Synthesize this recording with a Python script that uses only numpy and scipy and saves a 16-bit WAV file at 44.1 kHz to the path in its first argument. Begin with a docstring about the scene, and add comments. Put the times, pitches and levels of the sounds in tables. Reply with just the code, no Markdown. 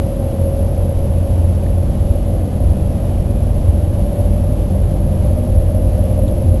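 """Rumble of a maglev train slowly gathering speed, heard from a window seat inside the car.
The guideway's stator packs and slots pull on the magnets and pass as a slowly rising drone. Wall panels
buzz, equipment hums at one pitch, air rushes over the skin outside, and the trim ticks twice.
The microphone is a pocket camera's, whose low sample rate adds a thin fizz."""
import sys
import numpy as np
from scipy import signal
from scipy.fft import rfft, irfft
from scipy.io import wavfile
from scipy.ndimage import uniform_filter1d, minimum_filter1d

SR = 44100
rng = np.random.default_rng(int(sys.argv[2]) if len(sys.argv) > 2 else 0)


def log_audio(samples):
    """Write samples as a 16-bit WAV file to the path given in sys.argv[1]."""
    # one column per channel
    frames = np.atleast_2d(samples).T
    # limit to full scale, then quantise
    limited = np.clip(frames, -1, 1)
    pcm = np.round(limited * 32767).astype(np.int16)
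    wavfile.write(sys.argv[1], SR, pcm)


N = 291060
TIME_S = np.arange(N) / SR


def from_db(db):
    """Decibels to gain."""
    return 10 ** (np.asarray(db) / 20)


def unit_rms(x):
    """Scale to unit power."""
    return x / np.sqrt(np.mean(x ** 2) + 1e-20)


def drift(rate_hz):
    """A slow random curve that wanders at about rate_hz; rms 1."""
    step, settle = 40, 2000
    pole = np.exp(-2 * np.pi * rate_hz * step / SR)
    noise = rng.standard_normal(N // step + settle + 2)
    slow = signal.lfilter([1], [1, -2 * pole, pole * pole], noise)[settle:]
    return np.interp(np.arange(N) / step, np.arange(len(slow)), unit_rms(slow))


def throb(depth, rate_hz=6.1):
    """A gain around 1 that rises and falls quickly at random, with no slow trend."""
    quick = drift(rate_hz)
    return 1 + depth * unit_rms(quick - uniform_filter1d(quick, size=SR // 2))


def evened(x, span=11025):
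    """Hold the level over span samples near 1 and keep the fast flutter."""
    power = uniform_filter1d(uniform_filter1d(x ** 2, span), span // 2)
    return x / np.sqrt(power + 1e-12)


def resonate(x, hz, width_hz):
    """A resonance with gain 1 at its top."""
    r = np.exp(-np.pi * width_hz / SR)
    feedback = [1, -2 * r * np.cos(2 * np.pi * hz / SR), r * r]
    return signal.lfilter(np.array([1, 0, -1]) * (1 - r * r) / 2, feedback, x)


def colour(x, spectrum, skirt_db):
    """Pass x through a spectrum that falls by skirt_db an octave beyond its ends; rms 1."""
    hz, level_db = np.transpose(spectrum)
    octave, points = np.log2(np.arange(N // 2 + 1) * SR / N + 1e-9), np.log2(hz)
    beyond = np.abs(octave - np.clip(octave, points[0], points[-1]))
    gain = from_db(np.interp(octave, points, level_db) - skirt_db * beyond)
    return unit_rms(irfft(rfft(x) * gain, N))


def wavering_tone(cycles, rough, rate_hz):
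    """A tone whose strength and phase wander as the path through the car shifts; rms 1."""
    wander = 1 + rough * (drift(rate_hz) + 1j * drift(rate_hz))
    return unit_rms(np.real(wander * np.exp(2j * np.pi * cycles)))


def swells():
    """Lift in dB of the body's bounce and of the hum as they briefly swell or sag."""
    # bell-shaped swells and sags: middle t/s, half length/s, bounce lift/dB, hum lift/dB
    bells = [(.25, 0.34, -3.5, -3), (1.437, 0.25, -0.5, 6.5), (2.068, 0.067, 5, 3),
             (2.493, 0.093, -6.5, -9), (2.66, 0.084, 5, 4.5), (3.007, .06, -3.5, -9), (3.463, .05, 4, 4.5),
             (3.678, 0.064, 3.5, 3), (5.584, 0.029, 6, 10), (6.488, .05, -3, 8.5)]
    return sum(np.outer([bounce_db, hum_db], np.exp(-((TIME_S - middle_s) / half_s) ** 2))
               for middle_s, half_s, bounce_db, hum_db in bells)


def body_rumble(packs, bounce_db, roar_db):
    """The car around the seat shakes at random and in step with the stator packs pulling on its magnets."""
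    # spectrum of the car body's bounce: f/Hz, relative level/dB
    bounce_spectrum = [(5, -8), (29, -5.5), (37, -6.5), (47, 8), (57, -4.5), (65, 9.5), (76, -7)]
    # spectrum of the roar from the floor: f/Hz, relative level/dB
    floor_spectrum = [(84, -10), (98, 0), (120, -5), (146, -8.5), (168, -12.5), (180, -10.5), (192, -6.5),
                      (204, -12.5), (226, -13), (243, -10), (262, -17), (330, -17)]
    sway = colour(rng.standard_normal(N), bounce_spectrum, skirt_db=44)
    pack_tone = from_db(-5) * wavering_tone(packs, rough=0.2, rate_hz=4.1)
    bounce = evened(sway + pack_tone, span=8000)
    # the pack overtones climb through the same floor resonances as the random shaking
    overtones = sum(wavering_tone(k * packs, rough=0.35, rate_hz=2.5) for k in range(2, 8))
    floor_drive = rng.standard_normal(N) + from_db(-33) * overtones
    roar = evened(colour(floor_drive, floor_spectrum, skirt_db=45.5))
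    return from_db(bounce_db) * throb(depth=0.11) * bounce + from_db(roar_db) * roar


def slot_whine(packs, pack_hz, slots_per_pack=12):
    """Each stator slot tugs at the magnets: a thin, climbing tone that sings out at frame resonances."""
    # resonances of the magnet frame: f/Hz, width/Hz, level/dB
    frame_modes = [(547, 17, -28.5), (574, 11, -34)]
    slot_hz = slots_per_pack * pack_hz
    gain = sum(from_db(db) / (1 + (2 * (slot_hz - hz) / width_hz) ** 2)
               for hz, width_hz, db in frame_modes)
    return gain * wavering_tone(slots_per_pack * packs, rough=0.25, rate_hz=4)


def panel_buzz(packs, packs_per_beam=3):
    """Wall panels by the seat ring under a rough drive; side tones swell as they cross each resonance."""
    # tones around the slot whine, from uneven beam joints: multiple of the beam rate, relative level/dB
    side_tones = [(32, -7), (33, -5), (34, -14), (37, -7.5), (38, -8)]
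    # resonances of the wall panels: f/Hz, width/Hz, relative level/dB
    panel_modes = [(496.4, 17, -8), (532.4, 21, -1.5), (575.5, 46, -1), (610, 28, -4)]
    # rise and fall of the buzz: t/s, relative level/dB
    buzz_levels = [(0, -25), (0.7, -25), (1.9, -28.5), (2.3, -24.5), (2.8, -27.5), (3.5, -28.5),
                   (4.2, -24.5), (4.7, -27.5), (5.5, -23), (6.3, -19.5), (6.6, -22.5)]
    beams = packs / packs_per_beam
    tones = sum(from_db(db) * wavering_tone(multiple * beams, rough=0.3, rate_hz=2)
                for multiple, db in side_tones)
    buzz, singing = 0, 0
    for hz, width_hz, db in panel_modes:
        band = resonate(rng.standard_normal(N), hz, 1.5 * width_hz)
        buzz += from_db(db) * unit_rms(resonate(band, hz, 1.5 * width_hz))
        singing += from_db(db) * resonate(tones, hz, width_hz)
    level_db = np.interp(TIME_S, *np.transpose(buzz_levels)) - 5
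    return from_db(level_db) * evened(unit_rms(buzz) + singing)


def equipment_hum(hum_db, hum_hz=86.2):
    """On-board machinery hums and throbs at one pitch whatever the speed."""
    return from_db(hum_db) * throb(depth=0.29) * wavering_tone(hum_hz * TIME_S, rough=0.11, rate_hz=1.6)


def air_rush(level_db=-31.5, gust_db=0.35):
    """The turbulent layer on the skin, a wall away from the microphone: dull and nearly steady."""
    # spectrum of the rush inside the car: f/Hz, relative level/dB
    rush_spectrum = [(200, -10), (370, 1), (450, 1), (680, -0.5), (780, -3.5), (900, -11), (1100, -14.5),
                     (1350, -20.5), (2100, -24.5), (3000, -23), (4000, -27.5), (5400, -28)]
    gain = from_db(level_db + gust_db * drift(rate_hz=7))
    return gain * colour(rng.standard_normal(N), rush_spectrum, skirt_db=33)


def trim_ticks():
    """Plastic trim slips: each ring swells over a few cycles and dies at once."""
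    # slips of the trim, two to a tick: t/s, peak level/dB, ring f/Hz, swell time/s
    slips = [(1.662, -36, 1850, 0.0011), (1.666, -35, 1960, 0.00068), (6.2805, -29.5, 3700, 0.00029),
             (6.287, -34, 3400, 0.00042)]
    ticks = np.zeros(N)
    for start_s, db, hz, swell_s in slips:
        age_s = np.clip(TIME_S - start_s, 0, 20 * swell_s)
        envelope = age_s / swell_s * np.exp(1 - age_s / swell_s)
        ticks += from_db(db) * envelope * np.sin(2 * np.pi * hz * age_s)
    return ticks


def limiter(x, ceiling=0.92, duck_s=0.02):
    """The camera ducks smoothly around any peak that would pass the ceiling."""
    span = int(duck_s * SR)
    allowed = ceiling / np.maximum(np.abs(x), ceiling)
    return x * uniform_filter1d(minimum_filter1d(allowed, span), span)


def scene(start_pack_hz=45.27, rise_hz_per_s=0.6):
    """The window seat, in mono; speed sets the pitch of the drone and the strength of the rumble."""
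    gained_hz = rise_hz_per_s * TIME_S
    pack_hz = start_pack_hz + gained_hz
    packs = np.cumsum(pack_hz) / SR  # stator packs passed so far
    bounce_lift_db, hum_lift_db = swells()
    # level at the starting speed, plus so many dB for each Hz of pack rate gained
    bounce_db = -18.5 + 0.73 * gained_hz + bounce_lift_db
    hum_db = -19 + 0.26 * gained_hz + hum_lift_db
    roar_db = -20.5 + 0.64 * gained_hz
    drone = body_rumble(packs, bounce_db, roar_db) + slot_whine(packs, pack_hz) + panel_buzz(packs)
    return (drone + equipment_hum(hum_db) + air_rush() + trim_ticks())[None, :]


def record(dry, hold_samples=4, cutoff_hz=12500):
    """The camera samples at SR / 4 and holds each value, mirroring the rumble as a fizz around 11 kHz."""
    anti_alias = signal.butter(12, SR / hold_samples / 2, fs=SR, output="sos")
    limited = limiter(signal.sosfilt(anti_alias, dry))
    held = np.repeat(limited[:, ::hold_samples], hold_samples, axis=1)[:, :N]
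    treble_cut = signal.ellip(10, 0.1, 80, cutoff_hz, fs=SR, output="sos")
    return signal.sosfilt(treble_cut, held)


dry = scene()
out = record(dry)
log_audio(out)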